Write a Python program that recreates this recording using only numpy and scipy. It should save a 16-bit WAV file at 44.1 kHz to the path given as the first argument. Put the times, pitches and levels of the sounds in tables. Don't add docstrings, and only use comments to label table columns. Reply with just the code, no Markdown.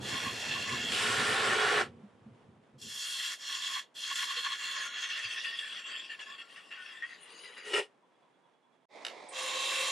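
import sys
import numpy as np
from scipy import signal
from scipy.fft import rfft, irfft, next_fast_len
from scipy.io import wavfile
from scipy.ndimage import uniform_filter1d

SR = 44100
rng = np.random.default_rng(int(sys.argv[2]) if len(sys.argv) > 2 else 0)


def wav_out(sig):
    wavfile.write(sys.argv[1], SR, np.round(np.clip(np.atleast_2d(sig).T, -1, 1) * 32767).astype(np.int16))


N = 437031

def gain_of(db):
    return 10 ** (np.asarray(db) / 20)

def evened(x):
    return x / np.sqrt(np.mean(x ** 2) + 1e-20)

def level_at(points, hz):
    f, db = np.transpose(points)
    return np.interp(np.log(hz + 1), np.log(f + 1), db)

def curve(rows):
    return np.interp(np.arange(N) / SR, *np.transpose(rows))

def add(mix, start, sound):
    part = mix[..., round(start * SR):][..., :sound.shape[-1]]
    part += sound[..., :part.shape[-1]]

def hump(t, middle, width):
    return np.exp(-(2 * (t - middle) / width) ** 2)

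def wander(n, per_s):
    knots = rng.standard_normal(int(n / SR * 40) + 3)
    smooth = evened(signal.lfilter([1], [1, -np.exp(-per_s / 40)], knots))
    return np.interp(np.arange(n) / SR * 40, np.arange(len(knots)), smooth)

def stuttered(x, repeats_db, every_s=.0166):
    taps = np.zeros(round(len(repeats_db) * every_s * SR))
    taps[np.round(np.arange(len(repeats_db)) * every_s * SR).astype(int)] = gain_of(repeats_db)
    return signal.oaconvolve(x, taps[None], axes=1)[:, :x.shape[1]]

def grainy_noise(n, spread_db, stutter_share):
    grain = gain_of(spread_db * uniform_filter1d(rng.standard_normal((2, n)), 100) * 10)
    repeating, plain = rng.standard_normal((2, 2, n)) * grain[:, None]
    repeating = stuttered(repeating, repeats_db=[0.5, -5.5, -8.5, -5.5])
    return np.sqrt(stutter_share) * evened(repeating) + np.sqrt(1 - stutter_share) * evened(plain)

def hiss(spectrum, flicker_db, size=N):
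    n = next_fast_len(size)
    colour = gain_of(level_at(spectrum, np.fft.rfftfreq(n, 1 / SR)))
    noise = irfft(rfft(grainy_noise(n, spread_db=0.94, stutter_share=0.2)) * colour, n)[:, :size]
    return evened(noise) * gain_of(flicker_db * wander(size, 30))

# frequency in Hz, relative level in dB.
IDLE_COLOUR = [(60, -70), (130, -13.5), (250, -8.5), (530, -8), (1000, -10), (1300, -14.5), (2600, -22),
               (3400, -23.5), (4500, -32), (10300, -38.5), (11500, -84)]
NEAR_COLOUR = [(88, -47), (150, -23), (349, -8.5), (518, -2), (1010, -5), (1470, -21.5), (2180, -7),
               (2910, -25), (3480, -15.5), (9030, -34), (11000, -44), (14300, -100)]
# time in seconds, level in dB.
IDLE_LEVELS = [(0, -50.5), (2, -64.5), (2.7, -68.5), (6, -66.5), (8, -69), (8.9, -72.5), (9.91, -81)]
GAP_START_S, GAP_END_S = 8.855, 8.884

def idling_lathe():
    out = hiss(IDLE_COLOUR, flicker_db=1) * gain_of(curve(IDLE_LEVELS)) * [[1], [.5]]
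    near = hiss(NEAR_COLOUR, flicker_db=0.77, size=SR + 4000)
    add(out, GAP_START_S, near * gain_of(-51) * [[1], [.4]])
    return out

# frequency in Hz, relative level in dB.
RUMBLE_COLOUR = [(30, -49), (90, -5), (124, -0.5), (183, -7), (230, 1.5), (295, -10.5), (520, -9),
                 (880, -120)]
# time in seconds, level in dB.
RUMBLE_LEVELS = [(0.0, -47), (.73, -46.5), (1.5, -54), (1.9, -54), (2.2, -60.5), (2.65, -67), (2.88, -58.5),
                 (3.1, -100)]

def low_rumble(size=N // 3):
    rumble = hiss(RUMBLE_COLOUR, flicker_db=4.5, size=size)
    return rumble * gain_of(curve(RUMBLE_LEVELS)[:size]) * [[1], [.15]]

# start, end and rise time in seconds, ring level going in and coming
# out in dB, deepening in dB, then thrum, judder, growl, hiss and fizz in dB compared with the ring.
STROKES = [(-.05, 0.915, 0.14, -39, -40, 5.5, -14.5, -27, -4.5, -6.5, -15.5),
           (0.858, 1.812, 0.17, -35.5, -35.5, 16, -8.5, -6, 0, -6.5, -9.5),
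           (2.777, 3.334, 0.23, -43, -39.5, 14.5, -35, -23, -9.5, -1.5, -7),
           (3.378, 3.793, 0.17, -36, -39, 10, -36, -15, -7, -5, -15),
           (3.94, 4.874, 0.13, -39, -41.5, 22, -34, -18, -6, -5.5, -13.5),
           (4.88, 5.803, 0.12, -38.5, -44, -8.5, -24, -19, -2.5, -12.5, -25),
           (5.815, 6.422, 0.087, -40, -50.5, 3, -25, -18, -6.5, -15.5, -24),
           (6.425, 6.704, 0.1, -54, -61.5, -2, -19, -8.5, -4.5, -10, -16.5),
           (6.704, 7.15, 0.019, -52, -56.5, -4.5, -20, -12.5, 1.5, -11.5, -21),
           (7.145, 7.636, 0.3, -45.5, -59.5, 3.5, -11.5, -10, -5.5, -13.5, -12.5),
           (7.638, 7.794, 0.16, -38.5, -38, 7.5, -1, -17, -1.5, -8, -9.5),
           (9.312, 10.006, 0.076, -40.5, -33.5, -6, -9.5, -7, -4, -7.5, -12)]
DEEPENING_SHARES = [1.3, 0.64, 0.57, 0.039, -0.37, -0.46]

def stroke(t, start, end, rise, in_db, out_db, deepening_db, *bands_db):
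    along = np.clip((t - start) / (end - start), 0, 1)
    lift_db = -48.5 * (np.maximum(t - end, 0) / 0.12) ** 0.96
    ring = np.clip((t - start) / rise, 0, 1) * gain_of(in_db + (out_db - in_db) * along + lift_db)
    balance_db = np.array([*bands_db[:3], 0, *bands_db[3:]])[:, None]
    depth_db = deepening_db * (along ** 0.4 - .5)
    return ring * gain_of(balance_db + np.outer(DEEPENING_SHARES, depth_db))

# frequency in Hz, side level compared with mid in dB.
STEREO_WIDTH = [(60, -20), (150, 6.5), (380, -20), (950, -5.5), (2380, -11), (5980, -12), (9000, 0.5),
                (15000, -3.5)]

def tearing_fibres(n, hz, uneven):
    mid, side = rfft(grainy_noise(n, spread_db=2.02 * uneven, stutter_share=0.64))
    alike = 0.4 * np.clip(hz / 8000, 0, 1)
    side = alike * np.exp(0.44j) * mid + np.sqrt(1 - alike ** 2) * side
    return np.array([mid, side * gain_of(level_at(STEREO_WIDTH, hz))])

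def ringing(tears, n, hz, rolling, pitch_hz, width_hz, db):
    loose = (pitch_hz / 8000) ** 2
    width_hz += 0.0045 * pitch_hz * (1 + (6.4 + 8 * rolling) * loose)
    spectrum = tears / (1 + 2j * (hz - pitch_hz) / width_hz) ** 2
    if rolling:
        drift_hz = .02 * pitch_hz * rolling * wander(n, 6)
        ring = 2 * (np.fft.ifft(spectrum, n) * np.exp(2j * np.pi * np.cumsum(drift_hz) / SR)).real
    else:
        ring = irfft(spectrum, n)
    quick_db = .6 * wander(n, 30)
    slow_db = (loose + 3.5 * rolling / (1 + loose)) * wander(n, 16)
    return ring * gain_of(db + quick_db + slow_db - 1.5 * loose)

BAND_BORDERS_HZ = [900, 1300, 2300, 5000, 8500]

def cut(gains, colour, rolling, uneven):
    rings, scrape = colour
    size = gains.shape[1]
    n = next_fast_len(size)
    hz = np.fft.rfftfreq(n, 1 / SR)
    tears = tearing_fibres(n, hz, uneven)
    band_of = np.digitize(hz * (1 + 0.13 * rng.standard_normal(len(hz))), BAND_BORDERS_HZ)
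    scraping = tears * gain_of(level_at(scrape, hz) - 7)
    bands = np.array([irfft(scraping * (band_of == k), n) for k in range(6)])
    for row in rings:
        bands[np.digitize(row[0], BAND_BORDERS_HZ)] += ringing(tears, n, hz, rolling, *row)
    out = 0
    for band, gain in zip(bands[..., :size], gains):
        steady = band / np.sqrt(uniform_filter1d(band[0] ** 2, 6000) + 1e-12)
        out += steady * gain * gain_of(1.5 * uneven * wander(size, 72))
    return out

# frequency in Hz, relative level in dB.
LIGHT = ([(1089, 131, 10), (1444, 57, -12.5), (1748, 220, -7.5), (1937, 170, -9.5), (2192, 100, -11.5),
          (2776, 250, 1.5), (3302, 360, 6), (4246, 240, -1), (5614, 100, -11.5), (7040, 1300, -17.5)],
          [(180, -72.5), (300, -13.5), (1080, -4), (2400, -1.5), (3330, 9), (12300, -27.5), (15000, -47)])
DEEP = ([(426, 29, -4), (755, 150, -3.5), (1113, 146, -6), (1417, 320, -7.5), (1762, 300, -6.5),
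         (2916, 91, -10.5), (3330, 88, -12.5), (7440, 280, -30)], [(150, -45.5), (250, -10), (411, 10.5),
         (641, 2.5), (3270, -1.5), (8520, -25), (15000, -59)])
SKIM = ([(1109, 61, 16), (1820, 98, 2.5), (2742, 240, 5), (3255, 170, 6), (4650, 170, -14)], [(180, -72),
         (300, -3.5), (3270, -3.5), (3980, -20.5), (9490, -66.5), (15000, -92)])
ROLLED = ([(446, 160, 13.5), (1955, 220, 4.5), (2880, 220, 4.5), (3980, 250, -0.5), (4740, 180, -1),
           (6600, 690, 0.5), (9480, 120, 5)], [(180, -24.5), (300, 2.5), (2820, 5), (8320, -18),
           (9640, -16), (15000, -61.5)])
CATCH = ([(411, 57, -7.5), (1360, 270, -6), (1866, 130, 3), (2880, 150, 11)], [(120, -87.5), (200, -31),
          (440, -4), (720, -18), (2850, 10.5), (9500, -28.5), (15000, -72)])
LAST = ([(524, 39, 3.5), (1090, 160, -9.5), (2570, 80, -13), (2710, 130, -5), (3270, 510, -9.5),
         (3610, 140, -9), (3870, 540, -11.5), (7100, 180, -13), (9260, 360, -30)], [(150, -41), (250, -20),
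         (531, -0.5), (1390, -20.5), (2700, -10.5), (7060, -8.5), (15000, -42)])
# start and end in seconds, tone colour, then how much the edge rolls
HOLDS = [(0, .95, LIGHT, 0, 1), (.88, 1.95, DEEP, 0, .5), (2.72, 5.4, LIGHT, 0, 1), (5, 7.32, SKIM, 1, 1),
         (7.08, 7.7, ROLLED, .4, 1), (7.63, 7.95, CATCH, 0, 1), (9.26, 10.0, LAST, 0, .8)]

def gouge(gains):
    out = np.zeros((2, N))
    overlaps = [this[1] - following[0] for this, following in zip(HOLDS, HOLDS[1:])]
    fades_s = np.maximum([0, *overlaps, 0], .07)
    for k, (start, end, colour, rolling, uneven) in enumerate(HOLDS):
        sound = cut(gains[:, round(start * SR):round(end * SR)], colour, rolling, uneven)
        t = np.arange(sound.shape[1]) / SR
        fade = np.minimum(t / fades_s[k], (end - start - t) / fades_s[k + 1])
        add(out, start, sound * np.sqrt(np.clip(fade, 0, 1)))
    return out

# two times in seconds, the pitch in Hz at each of them, width in Hz,
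# boost in dB (a negative one is a dip).
SWIRLS = [(.05, 0.86, 3320, 3340, 310, -5.5), (.05, 0.94, 2480, 2720, 324, 9),
          (4.54, 5.49, 7100, 5700, 650, 8), (4.81, 5.76, 9400, 9600, 463, 7.5),
          (5.54, 6.54, 7430, 7100, 864, 9.5), (6.65, 6.905, 2570, 3240, 300, 7),
          (6.66, 6.4, 3200, 3500, 270, -2.5), (6.906, 7.254, 1950, 2140, 250, 6)]

def turning_edge(sound):
    hz, t, spectrum = signal.stft(sound, SR, nperseg=512)
    db = np.zeros(spectrum.shape[1:])
    for start, end, from_hz, to_hz, width_hz, boost_db in SWIRLS:
        along = np.clip((t - start) / (end - start), 0, 1)
        swell = np.sqrt(np.sin(np.pi * along).clip(0))
        db += boost_db * swell * hump(hz[:, None], from_hz + (to_hz - from_hz) * along, width_hz)
    patches = rng.standard_normal((len(t), len(hz))).T
    patches = evened(uniform_filter1d(uniform_filter1d(patches, size=4, axis=0), size=10, axis=1))
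    sinking = (np.arange(len(hz))[:, None] + np.arange(len(t)) // 8) % len(hz)
    patch_db = np.interp(t, [4.3, 5.3, 7.6, 7.7], [1.5, 4.5, 4.5, 1.5])
    treble = np.clip(hz / 5000, 0, 1)[:, None] ** 2
    db += patch_db * np.take_along_axis(patches, sinking, 0) * treble
    return signal.istft(spectrum * gain_of(db), SR, nperseg=512)[1][:, :N]

# middle in seconds, level in dB, width in seconds.
JUDDERS = [(.155, -45.5, 0.1), (.277, -41, 0.054), (.57, -45, 0.057), (.71, -40, 0.089), (3.77, -44, 0.023),
           (4.117, -40, 0.026), (4.236, -39.5, 0.017), (4.31, -49, 0.14), (4.465, -40, 0.025),
           (4.515, -45, 0.048), (4.76, -50, 0.053), (6.206, -53.5, 0.03), (6.32, -58, 0.085)]

def judders(t):
    return sum(gain_of(db) * hump(t, middle, width) for middle, db, width in JUDDERS)

# middle in seconds, dip in dB, width in seconds.
EASES = [(.335, -2.5, 0.11), (3.604, -4, 0.097), (4.575, -7, 0.041), (6.253, -12, 0.031), (6.376, -3, .015),
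         (6.06, -5.5, 0.17), (6.172, -18, 0.055), (7.615, -20, 0.029)]

def eases_db(t):
    return sum(db * hump(t, middle, width) for middle, db, width in EASES)

# start in seconds, level in dB, length in seconds, extra growl in dB.
BITES = [(0.92, -40.5, 0.11, -31), (2.814, -56, 0.033, -23), (3.953, -57, 0.081, -6),
         (4.156, -43.5, 0.077, 2), (5.444, -45.5, 0.067, -2), (5.588, -49, 0.02, -13),
         (6.096, -53, 0.07, 10.5), (6.191, -50.5, 0.062, 5.5), (6.258, -57, 0.023, -20),
         (6.381, -52.5, 0.029, 0), (6.561, -60, 0.046, 10.5), (6.706, -75, 0.063, -7),
         (6.86, -61, 0.049, -11), (7.023, -66.5, 0.038, 18.5), (7.092, -68, 0.028, 14),
         (7.434, -66, 0.17, 11), (7.566, -60.5, 0.13, 12), (7.733, -42.5, 0.067, 6.5)]

def bites(t):
    dip, ring, growl = 1, 0, 0
    for start, db, length, growl_db in BITES:
        along = (t - start) / length
        dip *= np.where(along < 0, 1 - 0.3 * np.exp(np.minimum(along, 0) * 3), 1)
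        bite = (along >= 0) * gain_of(db) * np.exp(-np.clip(along, 0, 9) ** 3.1)
        ring += bite
        growl += bite * gain_of(growl_db)
    return dip, ring, growl

# start in seconds, peak level in dB, pitch in Hz.
THUMPS = [(2.031, -44, 204), (2.26, -46, 218), (2.311, -50.5, 113), (2.741, -53, 135), (2.858, -58, 94),
          (4.366, -51, 484), (5.247, -56, 106)]

def thumps(rise_s=0.011):
    out, t = np.zeros((2, N)), np.arange(6000) / SR
    swell = t / rise_s * np.exp(1 - t / rise_s)
    for start, db, hz in THUMPS:
        add(out[0], start, gain_of(db) * swell * np.sin(2 * np.pi * hz * t))
    return out

# first peak and end in seconds, throbs per second, swing in dB.
THROBS = [(4.237, 4.535, 13.5, 3), (4.975, 5.412, 14.52, 2)]

def throbs_db(t):
    return sum(db * np.cos(2 * np.pi * per_s * (t - peak)) * (t > peak - .25 / per_s) * (t < end)
               for peak, end, per_s, db in THROBS)

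# middle in seconds, level in dB, width in seconds, pitch in Hz.
SQUEALS = [(4.86, -46, 0.12, 1450), (6.44, -59.5, 0.098, 1425), (6.81, -48.5, 0.062, 1474)]

def squeals(waver_hz=25, rough_db=4):
    t = np.arange(N) / SR
    waver = np.cumsum(waver_hz * wander(N, 26)) / SR
    tone = sum(gain_of(db) * hump(t, middle, width) * np.sin(2 * np.pi * (hz * t + waver))
               for middle, db, width, hz in SQUEALS)
    rough = uniform_filter1d(rng.standard_normal(N), size=400) * 20
    return tone * gain_of(rough_db * rough) * [[1], [.3]]

# first peak, spacing and width in seconds, pitch and band width in Hz,
# level in dB.
DRIVE_PULSES = [(8.05, 0.208, 0.07, 992, 160, -72), (8.05, 0.1, 0.058, 3380, 72, -82)]

def drive(n=40000):
    out, t, hz = np.zeros((2, N)), np.arange(n) / SR, np.fft.rfftfreq(n, 1 / SR)
    for first, every, width, pitch_hz, width_hz, db in DRIVE_PULSES:
        band = irfft(rfft(rng.standard_normal((2, n))) / (1 + (2 * (hz - pitch_hz) / width_hz) ** 4), n)
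        pulses = evened(band) * gain_of(db) * hump(t % every, every / 2, width)
        add(out[:, :round(GAP_START_S * SR)], first - every / 2, pulses * [[1], [.5]])
    return out

# pitch in Hz, relative level in dB, seconds to fade by 60 dB.
REST_RINGS = [(2920, 2.5, 0.016), (3750, 7, .011), (4950, -5, .018), (5900, -12, .012), (7650, -16, 0.033),
              (10000, -18, .03)]
# start in seconds, gain in dB.
CLICKS = [(9.049, -28.5)]
CLICK_REPEATS_DB = [0, -2, -9, -17, -25]

def rest_click(n=4096):
    out, t, hz = np.zeros((2, N)), np.arange(n) / SR, np.fft.rfftfreq(n, 1 / SR)
    ring = sum(gain_of(db - 60 * t / fade_s) * np.sin(2 * np.pi * (pitch_hz * t + rng.random((2, 1))))
               for pitch_hz, db, fade_s in REST_RINGS)
    colour = np.minimum(hz / 900, 1) ** 2 / (1 + (hz / 5000) ** 4)
    rattle = evened(irfft(rfft(rng.standard_normal((2, n))) * colour))
    fade = 0.56 * gain_of(-60 * t / 0.015) + 0.15 * gain_of(-60 * t / 0.23)
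    knock = (ring + rattle * fade) * np.minimum(t / 0.0012, 1) ** 2
    for start, db in CLICKS:
        add(out, start, gain_of(db) * knock * [[1], [.3]])
    return stuttered(out, CLICK_REPEATS_DB)

# start in seconds, level in dB, pitch in Hz.
TICKS = [(9.2858, -50, 8570)]

def edge_tick(n=4096):
    out, t, hz = np.zeros((2, N)), np.arange(n) / SR, np.fft.rfftfreq(n, 1 / SR)
    for start, db, pitch_hz in TICKS:
        fizz = evened(irfft(rfft(rng.standard_normal((2, n))) / (1 + ((hz - pitch_hz) / 900) ** 4)))
        level = gain_of(db - 60 * t / 0.23) * np.minimum(t / 0.002, 1)
        add(out, start, level * fizz * [[1], [.5]])
    return out

def band_gains(step=32):
    t = np.arange(0, N + step, step) / SR
    gains = sum(stroke(t, *row) for row in STROKES) + 1e-9
    dip, bite_ring, bite_growl = bites(t)
    pressure = gain_of(eases_db(t) + throbs_db(t)) * dip
    ring = pressure + bite_ring / gains[3]
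    growl = pressure + bite_growl / gains[3]
    thrum, treble = ring ** 0.73, ring ** 0.59
    gains *= [thrum, pressure, growl, ring, treble, treble]
    gains[1:3] += np.outer([1, 0.38], judders(t))
    gains = uniform_filter1d(gains, size=2, axis=1)
    return np.array([np.interp(np.arange(N) / SR, t, gain) for gain in gains])

# time in seconds, left level minus right level in dB.
LEAN = [(0.0, -1.5), (4.72, -1), (7.45, 2.5), (8.11, -1.5), (8.75, -4.5), (9.91, -1.5)]

def scene():
    low_cut = signal.butter(4, 131, "high", fs=SR, output="sos")
    mix = signal.sosfilt(low_cut, turning_edge(gouge(band_gains())))
    mix += idling_lathe()
    add(mix, 0, low_rumble())
    mid, side = mix + thumps() + drive() + rest_click() + edge_tick() + squeals()
    lean = gain_of(curve(LEAN) / 2)
    return np.array([(mid + side) * lean, (mid - side) / lean])

def record(dry, fade_in_s=.075, top_hz=15500):
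    t = np.arange(N) / SR
    fade_in = np.clip((t - GAP_END_S) / fade_in_s, 0, 1) ** 1.5
    audible = np.where(t < GAP_START_S, 1, fade_in)
    treble_cut = signal.firwin(511, top_hz, window=("kaiser", 9), fs=SR)
    return signal.oaconvolve(dry * audible, treble_cut[None], "same")

dry = scene()
out = record(dry)
wav_out(out)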